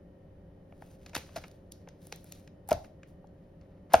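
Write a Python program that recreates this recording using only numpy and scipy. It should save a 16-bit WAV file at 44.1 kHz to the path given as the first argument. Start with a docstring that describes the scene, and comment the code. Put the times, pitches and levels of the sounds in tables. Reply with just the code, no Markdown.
"""A soft rubber toy is squeezed, stretched and let go three times, close to a phone in a small room.
A fan hums throughout. From 0.6 s fingers rub the skin in stick-slip friction and unstick with small
ticks. Just after 1.1 s the toy is released: it slaps back, its damped mass thuds, and at 1.36 s air
caught in a fold resonates as a pop with a falling note. The rubbing and ticking go on, and two
louder releases follow, near 2.7 s and 3.9 s, each with its slaps, pop and thud."""
import sys
import numpy as np
from scipy import signal
from scipy.fft import rfft, irfft, next_fast_len
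from scipy.io import wavfile
from scipy.ndimage import map_coordinates

SR = 44100
rng = np.random.default_rng(int(sys.argv[2]) if len(sys.argv) > 2 else 0)


def wav_record(signal):
    """Record a signal, one row per channel, as 16-bit PCM in the file named by sys.argv[1]."""
    frames = np.transpose(np.atleast_2d(signal))
    bounded = np.clip(frames, -1, 1)
    # unit amplitude maps onto the largest positive 16-bit level
    quanta = np.round(bounded * 32767).astype(np.int16)
    wavfile.write(sys.argv[1], SR, quanta)


N = 176400


def amp(db):
    """Amplitude ratio of a level in dB."""
    return 10 ** (np.asarray(db) / 20)


def unit(x):
    """Normalisation to rms 1."""
    return x / np.sqrt(np.mean(x ** 2) + 1e-20)


def along(points, hz):
    """Interpolation of (frequency, value) points on a logarithmic frequency axis."""
    freqs, values = np.transpose(points)
    return np.interp(np.log(hz + 1), np.log(freqs + 1), values)


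def wobble(per_s):
    """Smooth random modulation: a spline through per_s Gaussian knots a second."""
    knots = rng.standard_normal(int(N * per_s / SR) + 4)
    return map_coordinates(knots, [np.arange(N) * per_s / SR])


def filtered(x, response):
    """Linear filtering: the spectrum of x times a frequency response."""
    n = x.shape[-1]
    padded = next_fast_len(n + 8192)
    return irfft(rfft(x, padded) * response(np.fft.rfftfreq(padded, 1 / SR)), padded)[..., :n]


def add(track, start, sound):
    """Superposition of a sound on a track from start [s]."""
    part = track[round(start * SR):][:len(sound)]
    part += sound[:len(part)]


def swell(t, rise, decay):
    """Envelope of a damped transient: smooth rise, then exponential decay."""
    return np.sin(np.pi / 2 * np.minimum(t / rise, 1)) ** 2 * np.exp(-np.maximum(t - rise, 0) / decay)


# left-right likeness of diffuse sound: (frequency [Hz], coherence [ratio])
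COHERENCE = [(100, 1), (300, 0.94), (600, 0.38), (1000, 0.097), (1800, 0.62), (3500, 0.16), (6000, 0.58),
             (7600, 1), (9500, 0.65), (14500, .9)]
def diffuse(pair):
    """Partial coherence: two independent signals mix to be partly alike in left and right."""
    angle = lambda hz: np.arccos(np.clip(along(COHERENCE, hz), -1, 1)) / 2
    mid, side = filtered(pair, lambda hz: np.array([np.cos(angle(hz)), np.sin(angle(hz))]))
    return np.array([mid + side, mid - side])


# spectrum of the rushing air: (frequency [Hz], relative level [dB])
AIR_SPECTRUM = [(8.8, -36.5), (15, -8), (86, -1.5), (119, -8), (179, 0), (213, -7.5), (286, -13.5),
                (321, -11), (450, -14.5), (540, -11.5), (972, -27.5), (1260, -32), (3300, -44.5),
                (4840, -49), (7720, -54), (11600, -54.5), (16000, -57)]
# resonances of the housing: (centre [Hz], width [Hz], gain [dB])
HOUSING_MODES = [(1850, 110, 8.5), (3030, 70, 10), (3640, 70, 2.5)]
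# motor tones: (frequency [Hz], relative level [dB])
MOTOR_TONES = [(96.9, -64.5), (172.3, -66.5), (290.7, -68), (387.6, -71), (532.9, -68), (581.4, -71.5)]
def fan(air_db=-54.5, motor_gain_db=0.5, waver_rad=0.86):
    """Broadband flow noise coloured by housing resonances, plus motor tones that waver in phase."""
    t = np.arange(N) / SR
    housing_db = lambda hz: sum(db / (1 + (2 * (hz - centre) / width) ** 2)
                                for centre, width, db in HOUSING_MODES)
    noise = diffuse(rng.standard_normal((2, N)))
    air = unit(filtered(noise, lambda hz: amp(along(AIR_SPECTRUM, hz) + housing_db(hz))))
    hum = np.zeros(N)
    for hz, db in MOTOR_TONES:
        phase = 2 * np.pi * hz * t + waver_rad * wobble(per_s=6.2)
        hum += amp(db + motor_gain_db) * np.sqrt(2) * np.sin(phase)
    return amp(air_db) * air + hum


# reverberation time: (frequency [Hz], T60 [s])
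ROOM_T60 = [(100, 0.38), (650, 0.39), (2000, 0.21), (5500, 0.36), (15000, 0.34)]
# strength of the reverberation: (frequency [Hz], gain [dB])
ROOM_GAIN = [(100, -10.5), (350, -14), (700, -14), (1500, -12), (4000, -7), (9000, -15), (15000, -16)]
def room_tail(build_s=0.0016):
    """Impulse response of a small room: diffuse noise, each frequency decaying at its own rate."""
    hz, t, spectra = signal.stft(rng.standard_normal((2, SR // 2)), SR, nperseg=256)
    fade = amp(-60 * t / along(ROOM_T60, hz)[:, None]) * (1 - np.exp(-t / build_s))
    energy = np.mean(fade ** 2, axis=1, keepdims=True) * SR / 2
    fade *= amp(along(ROOM_GAIN, hz))[:, None] / np.sqrt(energy)
    return diffuse(signal.istft(spectra * fade, SR, nperseg=256)[1])


def room(x, segments=8):
    """Reverberation by convolution, with a fresh noise tail per segment so that it does not ring."""
    out, step = np.zeros((2, N)), N // segments
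    for first in range(0, N, step):
        for channel, tail in zip(out, room_tail()):
            add(channel, first / SR, signal.fftconvolve(x[first:first + step], tail))
    return out


def friction(crackle_per_s=180, crackle_db=-6.5):
    """Stick-slip friction: noise surges and crackle clusters where the fingertip catches."""
    catch = wobble(per_s=45)
    hiss = rng.standard_normal(N)
    roughness_db = 2.5 * wobble(per_s=500) + wobble(per_s=12) + 3 * catch
    size_db = 5 * rng.uniform(-1, 1, N) + 3 * np.tanh(catch)
    impulses = (rng.random(N) < crackle_per_s / SR) * rng.choice([-1, 1], N)
    return unit(hiss * amp(roughness_db)) + amp(crackle_db) * unit(impulses * amp(size_db))


# spectrum of the friction: (frequency [Hz], relative level [dB])
RUB_SPECTRUM = [(300, -25), (1000, -3), (2500, -2.5), (4500, -3), (8500, -3), (12000, -5), (16000, -7)]
# finger strokes: (start [s], peak [s], end [s], peak level [dB], tilt [dB/octave])
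STROKES = [(.63, 0.852, 1.09, -68, -0.5), (.86, 1.08, 1.7, -70, -2.5), (1.17, 1.22, 1.53, -61, -3.5),
           (1.31, 1.427, 1.77, -69.5, -2), (1.71, 1.743, 2.66, -78.5, -4), (1.97, 2.05, 2.26, -66.5, 2),
           (2.093, 2.17, 2.34, -68, 3), (2.17, 2.3, 2.54, -62.5, -0.5), (2.687, 2.698, 2.706, -47, -3.5),
           (2.76, 2.846, 2.93, -67.5, -2), (3.04, 3.084, 3.2, -73.5, .5), (3.3, 3.413, 3.7, -83.5, -4),
           (3.59, 3.62, 4.2, -74.5, -8.5), (3.89, 3.927, 3.97, -47, -8)]
def rubs(pivot_hz=5000):
    """Friction noise of fingers on the stretched skin, amplitude-modulated by each stroke."""
    out, grains = np.zeros(N), friction()
    octaves = lambda hz: np.log2(np.maximum(hz, RUB_SPECTRUM[0][0]) / pivot_hz)
    for start, peak, end, db, tilt in STROKES:
        first, last = round(start * SR), min(round(end * SR), N)
        t = np.arange(first, last) / SR
        colour = lambda hz: amp(along(RUB_SPECTRUM, hz) + tilt * octaves(hz))
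        envelope = np.interp(t, [start, peak, end], [0, 1, 0]) ** 1.8
        add(out, first / SR, amp(db) * envelope * unit(filtered(grains[first:last], colour)))
    return out


CREEP_S = 0.012  # the skin creeps this long before it lets go
# the knock, snap, crack and fizz bands of a slip: (lower edge [Hz], upper edge [Hz])
SLIP_BANDS = [(450, 884), (1150, 2730), (3300, 7360), (7500, 14800)]
def burst(rise, decay, levels_db, creep_db=-16, growth_s=0.0025, span_s=0.0067):
    """Stick-slip release: creep, then a volley of micro-slips; band levels are rms referred to span_s."""
    t = np.arange(SR // 10) / SR - CREEP_S
    creep = amp(creep_db) * np.exp(-np.abs(t) / growth_s)
    scatter = np.exp(0.37 * rng.standard_normal(len(t)))
    slips = (creep + swell(np.maximum(t, 0), rise, decay)) * scatter
    out = np.zeros(len(t))
    for edges, db in zip(SLIP_BANDS, levels_db):
        bandpass = signal.butter(3, edges, 'band', fs=SR, output='sos')
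        band = signal.sosfilt(bandpass, slips * rng.standard_normal(len(t)))
        out += amp(db) * band * np.sqrt(span_s * SR) / np.linalg.norm(band)
    return out


# the skin unsticking: (time [s], knock [dB], snap [dB], crack [dB], fizz [dB], decay constant [s])
UNSTICKINGS = [(0.724, -53, -64, -93, -94, 0.00061), (0.8223, -47, -55, -79, -80, 0.00035),
               (1.062, -56, -53, -52.5, -65.5, 0.0029), (1.094, -63, -66, -60, -80, 0.0031),
               (1.132, -50, -53.5, -62, -77, 0.0094), (1.29, -57.5, -61.5, -81, -83, 0.0032),
               (1.438, -49.5, -47, -57.5, -83, 0.0066), (1.481, -74, -73, -63, -63, 0.0014),
               (1.513, -80, -73, -64, -70, 0.0029), (1.72, -72, -97, -49.5, -49.5, 0.0012),
               (1.874, -48.5, -61, -78, -92, 0.0015), (1.887, -61, -60, -57.5, -68, 0.0021),
               (2.0692, -60, -72, -64, -53.5, 0.0012), (2.124, -42.5, -42.5, -42.5, -51.5, 0.0015),
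               (2.16, -61, -81.5, -62, -56, 0.001), (2.243, -63, -68, -79, -56, 0.0011),
               (2.322, -58.5, -59, -46, -48, 0.00079), (2.4754, -71, -59, -62, -79, 0.002),
               (2.676, -70, -75, -71, -64, 0.0012), (2.844, -61, -57.5, -65, -76, 0.0059),
               (3.032, -66, -54, -64.5, -95.5, 0.0016), (3.242, -54, -85, -96, -99, 0.0023),
               (3.271, -78, -87, -74.5, -88, 0.0015), (3.612, -75, -72, -73, -99, 0.003)]
def ticks(rise_s=0.00078):
    """Failure of adhesion: tacky rubber lets go of a fingertip in a short broadband burst."""
    out = np.zeros(N)
    for time, *levels_db, decay in UNSTICKINGS:
        add(out, time - CREEP_S, burst(rise_s, decay, levels_db))
    return out


# rubber striking rubber and fingers, levels before the band gains:
# (time [s], rise [s], decay constant [s], knock [dB], snap [dB], crack [dB], fizz [dB])
IMPACTS = [(1.1466, 0.0014, 0.0061, -46, -47, -43, -60.5),
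           (1.1503, 0.00083, 0.0033, -41.5, -31.5, -33.5, -40),
           (1.159, 0.0034, 0.0047, -39.5, -33, -39.5, -42), (1.1645, 0.001, 0.0035, -38, -38.5, -39, -51),
           (1.176, .001, 0.0076, -45, -45, -46, -45), (1.3575, 0.0057, .011, -35.5, -39.5, -40.5, -46.5),
           (1.381, 0.0022, 0.0037, -51, -52.5, -51.5, -65), (2.6889, .0004, 0.00068, -49, -58, -55, -38.5),
           (2.7073, 0.0028, 0.0029, -43, -43, -39, -41), (2.7159, 0.0004, 0.0015, -23, -34.5, -45, -51),
           (2.7271, .0016, 0.0029, -31, -39, -37.5, -42), (3.9362, 0.00018, 0.00048, -23, -41, -33, -27),
           (3.9412, 0.00047, 0.0015, -24, -22, -30.5, -42),
           (3.952, 0.001, 0.0011, -26.5, -35.5, -36.5, -43)]
def slaps(band_gains_db=(-2.5, -3.5, -2, -1.5)):
    """Elastic recoil: the released end slips free, hits the body and rebounds."""
    out = np.zeros(N)
    for time, rise, decay, *levels_db in IMPACTS:
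        add(out, time - CREEP_S, burst(rise, decay, np.add(levels_db, band_gains_db)))
    return out


# modes of the soft mass: (frequency [Hz], relative level [dB], T60 [s])
MASS_MODES = [(46.1, -10.5, 0.067), (74, -1, 0.091), (115.4, -0.5, .08), (255, -0.5, 0.044),
              (305.3, 2.5, 0.03)]
# landings; a glancing blow barely moves the slow modes: (time [s], level [dB], tilt [dB/octave])
LANDINGS = [(1.162, -41.5, 3), (1.373, -44, -1.5), (2.713, -31, 0), (2.735, -37.5, -3.5), (3.939, -29, 0.5)]
def thuds(pivot_hz=150, rise_cycles=1.26, detune=0.042):
    """Heavily damped modal vibration: the mass wobbles on landing, its slowest modes building up last."""
    out, t = np.zeros(N), np.arange(SR // 3) / SR
    for time, db, tilt in LANDINGS:
        for hz, mode_db, t60 in MASS_MODES:
            gain = amp(db + mode_db + tilt * np.log2(hz / pivot_hz))
            envelope = swell(t, rise_cycles / hz, t60 / np.log(1000))
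            add(out, time, gain * envelope * np.sin(2 * np.pi * hz * rng.normal(1, detune) * t))
    return out


# side resonances of a fold: (frequency over the main note [ratio], relative level [dB])
SIDE_MODES = [(2.14, -17), (1.7, -23.5), (1.38, -16.5), (0.807, -15)]
# air popping out of a fold:
# (time [s], level [dB], first pitch [Hz], final pitch [Hz], rise [s], decay constant [s], side gain [dB])
AIR_POCKETS = [(1.361, -30, 710, 614, 0.0033, 0.0078, -0.5), (2.6895, -32.5, 783, 814, 0.0016, 0.011, -6.5),
               (2.7105, -26, 877, 758, 0.00046, 0.0078, -3.5),
               (2.7168, -8.5, 687, 582, 0.0019, 0.0051, -7.5), (2.7275, -26, 753, 673, 0.0026, 0.005, 0),
               (3.9378, -3.5, 910, 553, 0.005, 0.0049, 3)]
def pops(glide_s=0.00825):
    """Cavity resonance: trapped air rings briefly, its pitch gliding, mostly down, as the fold opens."""
    out, t = np.zeros(N), np.arange(SR // 10) / SR
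    for time, db, first_hz, final_hz, rise, decay, side_db in AIR_POCKETS:
        pitch = final_hz + (first_hz - final_hz) * np.exp(-t / glide_s)
        phase = 2 * np.pi * np.cumsum(pitch) / SR
        sides = sum(amp(mode_db + side_db) * np.sin(ratio * phase) for ratio, mode_db in SIDE_MODES)
        add(out, time, amp(db) * swell(t, rise, decay) * (np.sin(phase) + sides))
    return out


def scene(passes=3):
    """Superposition of direct sound, fan and several reverberation passes, each with fresh slip noise."""
    body = pops() + thuds() + rubs()
    reverberation = sum(room(ticks() + slaps() + body) for _ in range(passes)) / np.sqrt(passes)
    return body + ticks() + slaps() + reverberation + fan()


# phase difference between the channels: (frequency [Hz], lead of the left [rad])
STEREO_PHASE = [(0, 0), (500, -.2), (1100, -.8), (2000, 0), (3200, .8), (4900, 0), (7600, 3.14), (10500, 6),
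                (11700, 6.4), (14300, 9.4), (16500, 11)]
# level difference between the channels: (frequency [Hz], left minus right [dB])
STEREO_BALANCE = [(60, 0.5), (380, 0), (700, 1.2), (1300, 0.5), (2400, 0), (5000, 0.5)]
def record(dry, top_hz=16700, rolloff_hz=700):
    """Stereo widening by fixed, frequency-dependent phase and level differences; the top treble is cut."""
    def response(hz):
        lead = np.interp(hz, *np.transpose(STEREO_PHASE))
        balance_db = along(STEREO_BALANCE, hz)
        lowpass = np.clip((top_hz - hz) / rolloff_hz + 0.5, 0, 1) ** 2
        share = np.array([[0.5], [-0.5]])  # left, right
        return np.exp(1j * share * lead) * amp(share * balance_db) * lowpass
    return filtered(dry, response)


dry = scene()
out = record(dry)
wav_record(out)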